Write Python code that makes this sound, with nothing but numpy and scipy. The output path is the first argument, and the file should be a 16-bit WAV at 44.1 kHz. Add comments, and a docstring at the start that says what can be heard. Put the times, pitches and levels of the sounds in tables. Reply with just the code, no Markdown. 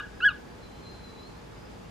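"""Eagle yelping among trees

Close by, almost straight ahead of a stereo microphone, an eagle on a bough gives a short, clear yelp
that arches in pitch and breaks into a higher register at the top. The yelp before it is just dying
away; both scatter back from the surrounding trees. Far off a small bird holds a thin whistle and
others chirp, over soft outdoor air and a faint low drone."""
import sys
import numpy as np
from scipy import signal
from scipy.io import wavfile
from scipy.ndimage import uniform_filter1d

SR = 44100
rng = np.random.default_rng(int(sys.argv[2]) if len(sys.argv) > 2 else 0)


def persist_wave(psi):
    """Save psi, clipped to +-1, as 16-bit WAV."""
    counts = np.round(np.clip(psi, -1, 1) * 32767).astype(np.int16)
    wavfile.write(sys.argv[1], SR, np.atleast_2d(counts).T)


N = 83790


def from_db(db):
    """Decibels to gain."""
    return 10 ** (np.asarray(db) / 20)


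def unit_rms(x):
    """Scale to an rms of 1."""
    return x / np.sqrt(np.mean(x ** 2) + 1e-20)


def at_times(rows, t):
    """Each column of a curve at the times t."""
    seconds, *columns = np.transpose(rows)
    return [np.interp(t, np.sort(seconds), column) for column in columns]


def at_hz(points, hz):
    """Read a spectrum on a log-frequency axis."""
    freqs, values = np.transpose(points)
    return np.interp(np.log(hz), np.log(freqs), values)


def drift(rate_hz, size=N):
    """Smooth random wandering with an rms of 1."""
    pole = np.exp(-2 * np.pi * rate_hz / SR)
    smooth = signal.lfilter([1], [1, -2 * pole, pole * pole], rng.standard_normal(size + SR))
    return unit_rms(smooth[SR:])


def phase_of(hz):
    """Running phase of a changing pitch."""
    return 2 * np.pi * np.cumsum(hz) / SR


def delayed(x, seconds):
    """The same sound later, or earlier for a negative delay."""
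    i = np.arange(len(x))
    return np.interp(i - seconds * SR, i, x, left=0)


def pan(left_db):
    """Channel gains that put the left left_db above the right."""
    return from_db([[left_db / 2], [-left_db / 2]])


def scatter(x, t60_s, cut_hz):
    """Countless small, dull echoes that die away, different on each side of the microphone."""
    t = np.arange(SR) / SR
    build_up = 1 - np.exp(-t / .01)
    echoes = rng.standard_normal((2, SR)) * from_db(-60 * t / t60_s) * build_up
    echoes /= np.sqrt(np.sum(echoes ** 2, axis=1, keepdims=True))
    dull = signal.sosfilt(signal.butter(2, cut_hz, fs=SR, output="sos"), x)
    return signal.fftconvolve(dull[None], echoes, axes=1)[:, :len(x)]


# The air all round the microphone. Each row: frequency in Hz, relative spectral density in dB.
AIR_SPECTRUM = [(15, -40), (25, -6), (36, -14), (55, 4), (79, -5), (104, -1.5), (253, -3), (289, -14.5),
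                (469, -2), (536, -12.5), (825, -12.5), (3720, -26.5), (4030, -27.5), (4490, -25.5),
                (15500, -47.5)]
# How alike it is left and right. Each row: frequency in Hz, correlation.
AIR_LIKENESS = [(40, 1), (90, 0.95), (180, 0.55), (350, -0.36), (700, 0.038), (1500, 0.033), (4000, 0.32),
                (12000, 0.25)]


def air(level_db=-46, flicker_db=0.67):
    """Soft outdoor noise in half-octave bands, alike on both sides only in the bass."""
    edges = 20 * 2 ** np.arange(0, 10.1, .5)
    bands, white = 0, rng.standard_normal((2, 2, N + SR // 4))
    for k, (low, high) in enumerate(zip(edges, edges[1:])):
        bandpass = signal.butter(2, [low, high], "band", fs=SR, output="sos")
        mid, side = signal.sosfilt(bandpass, white[k % 2])[:, -N:]
        centre_hz = np.sqrt(low * high)
        alike = at_hz(AIR_LIKENESS, centre_hz)
        width = np.sqrt((1 - alike) / (1 + alike))
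        gain = from_db(at_hz(AIR_SPECTRUM, centre_hz) + flicker_db * drift(10.2))
        bands += gain * (mid + width * side * [[1], [-1]])
    return from_db(level_db) * unit_rms(bands)


# A drone in the background, dead centre. Each row: frequency in Hz, rms level in dB.
DRONE_TONES = [(53.8, -55.5), (107.7, -60), (257, -62), (473.7, -62.5), (850.6, -66)]


def drone(waver=0.012):
    """A few faint, slightly wavering low tones."""
    return sum(np.sqrt(2) * from_db(db) * np.sin(phase_of(hz * (1 + waver * drift(24))))
               for hz, db in DRONE_TONES)


# One small bird, far from the microphone. Each row: time in seconds, pitch in Hz, level in dB.
WHISTLE_CURVE = [(.615, 4200, -78), (.637, 4090, -59), (.68, 4030, -69), (.73, 4030, -63), (.76, 4100, -72),
                 (.83, 4160, -60), (.87, 4075, -52), (.905, 4150, -56), (1.02, 4050, -64),
                 (1.05, 4080, -55), (1.09, 4000, -61), (1.16, 3980, -62), (1.178, 3990, -53),
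                 (1.205, 4000, -60), (1.245, 4070, -59), (1.278, 4310, -58), (1.31, 4310, -72)]


def whistle(t, waver=.003, flutter_db=3):
    """One long, thin tone that wavers in pitch and flutters in level."""
    hz, db = at_times(WHISTLE_CURVE, t)
    sounding = (t > WHISTLE_CURVE[0][0]) & (t < WHISTLE_CURVE[-1][0])
    gain = sounding * from_db(db + flutter_db * drift(35))
    return gain * np.sin(phase_of(hz * (1 + waver * drift(60))))


# Other birds, just as far off. Each row: start in seconds, length in seconds, pitch in Hz,
# glide in Hz, level in dB.
FAR_CHIRPS = [(0.118, 0.13, 5050, -52.5, -68.5), (.445, 0.031, 4850, -120, -71),
              (.498, 0.028, 4760, -120, -65), (0.667, 0.19, 3150, -80, -70.5),
              (0.914, 0.025, 4940, -30, -65), (1.187, 0.031, 5065, -80, -68), (1.217, .035, 5050, -80, -65),
              (1.569, 0.017, 5000, -80, -66), (1.605, .025, 5060, -130, -63),
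              (1.646, 0.019, 5080, -150, -60), (1.83, 0.042, 2800, -20, -65)]


def chirps(t, waver=0.0074):
    """Short, soft tones that swell and fade as they slip down in pitch."""
    song = 0
    for start, length, pitch_hz, glide_hz, level_db in FAR_CHIRPS:
        progress = np.clip((t - start) / length, 0, 1)
        hz = (pitch_hz + glide_hz * progress) * (1 + waver * drift(134))
        song += from_db(level_db) * np.sin(np.pi * progress) * np.sin(phase_of(hz))
    return song


def small_birds():
    """Whistle and chirps a little to the left, blurred by distance and echoed by the tree line."""
    t = np.arange(N) / SR
    song = whistle(t) + chirps(t)
    tree_line = from_db(-13) * delayed(song, seconds=.115)
    blur = from_db(-9) * scatter(song, t60_s=.45, cut_hz=7700)
    return np.sqrt(2) * ((song + tree_line) * pan(left_db=2) + blur)


# One yelp as it leaves the bird. 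Each row: seconds from its start, pitch in Hz, effort in dB.
YELP_CURVE = [(0, 1690, -30), (.0035, 1613, -13.5), (.0055, 1596, -17.5), (.0072, 1278, -4.5),
              (.010, 1307, -4), (0.0188, 1363, -6.5), (.022, 1385, -0.5), (0.029, 1463, -4),
              (0.045, 1521, 1), (0.046, 1573, -4), (0.0479, 1688, -1.5), (0.051, 1674, -1),
              (0.065, 1666, 1.5), (.075, 1626, -2.5), (.080, 1509, -4.5), (0.092, 1402, 3.5),
              (0.096, 1332, -12.5), (.104, 1270, -8.5), (0.114, 1210, -16.5), (0.121, 1126, -25)]
# Tone colour of the yelp, with a thin, high overtone near 8350 Hz at the loudest part.
# Each row: frequency in Hz, gain in dB.
YELP_COLOUR = [(1100, 0), (1330, -20.5), (1420, -14), (1470, -7.5), (1510, -0.5), (1680, -0.5), (2100, -34),
               (2550, -20.5), (2950, -14.5), (3120, -14), (3230, -29), (3350, -16.5), (3820, -23.5),
               (4100, -46), (4350, -31), (4720, -52.5), (5050, -38), (5450, -61), (5900, -43.5),
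               (6350, -63.5), (6700, -49), (7100, -68), (8000, -66), (8350, -42), (8700, -70)]


def yelp(t, jitter=0.0032, shimmer_db=0.7, rasp_db=-36, rasp_width_hz=62, fade_s=.002):
    """Harmonics of the syrinx sweep through the fixed peaks and dips of the tone colour."""
    hz, effort_db = at_times(YELP_CURVE, t)
    inertia = int(.002 * SR)   # jumps in pitch and level are smoothed over 2 ms
    hz = uniform_filter1d(hz, inertia) * (1 + jitter * drift(140, len(t)))
    phase, voice = phase_of(hz), 0
    for k in range(1, 6):
        # rasp is a noisy skirt round each harmonic
        rasp = drift(rasp_width_hz, len(t)) + 1j * drift(rasp_width_hz, len(t))
        harmonic = np.imag(np.exp(1j * k * phase) * (1 + k * from_db(rasp_db) * rasp))
        gain = from_db(effort_db + at_hz(YELP_COLOUR, k * hz))
        voice += uniform_filter1d(gain, inertia) * harmonic
    sounding = np.clip(np.minimum(t, YELP_CURVE[-1][0] - t) / fade_s, 0, 1)
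    return voice * sounding * from_db(shimmer_db * drift(103, len(t)))


# Yelps from the bough. Each row: start in seconds, level in dB, extra level into the trees in dB.
EAGLE_CALLS = [(-.107, -13, 6.5), (.202, -13, 4)]
# Boughs and ground reflecting toward the microphone. Each row: delay in seconds, gain in dB.
NEAR_ECHOES = [(.0055, -16), (0.028, -24), (.052, -31.5), (.086, -33.5), (0.12, -43.5)]


def eagle():
    """The yelps, close and nearly straight ahead, with echoes from nearby leaves and farther trees."""
    lead_in = int(.2 * SR)   # room for the yelp that starts before time zero
    t = np.arange(-lead_in, N) / SR
    voice, into_trees = 0, 0
    for start, level_db, trees_db in EAGLE_CALLS:
        call = from_db(level_db) * yelp(t - start)
        voice += call
        into_trees += from_db(trees_db) * call
    bounces = sum(from_db(db) * delayed(into_trees, seconds) for seconds, db in NEAR_ECHOES)
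    near = voice + signal.sosfilt(signal.butter(1, 4400, fs=SR, output="sos"), bounces)
    right = delayed(near, seconds=-9.9e-6)   # reaches the right side a hair sooner
    at_microphone = np.array([near, right]) * pan(left_db=-0.3)
    leaves = from_db(-21.5) * scatter(into_trees, t60_s=0.11, cut_hz=5900)
    woods = from_db(-31.5) * scatter(into_trees, t60_s=0.89, cut_hz=1500)
    return (at_microphone + leaves + woods)[:, lead_in:]


def scene():
    """All that reaches the microphone: eagle in front, small birds far off, drone and air behind."""
    return eagle() + small_birds() + drone() + air()


def record(dry, cutoff_hz=15200):
    """The top of the treble is cut steeply."""
    return signal.sosfilt(signal.ellip(10, .1, 80, cutoff_hz, fs=SR, output="sos"), dry)


dry = scene()
out = record(dry)
persist_wave(out)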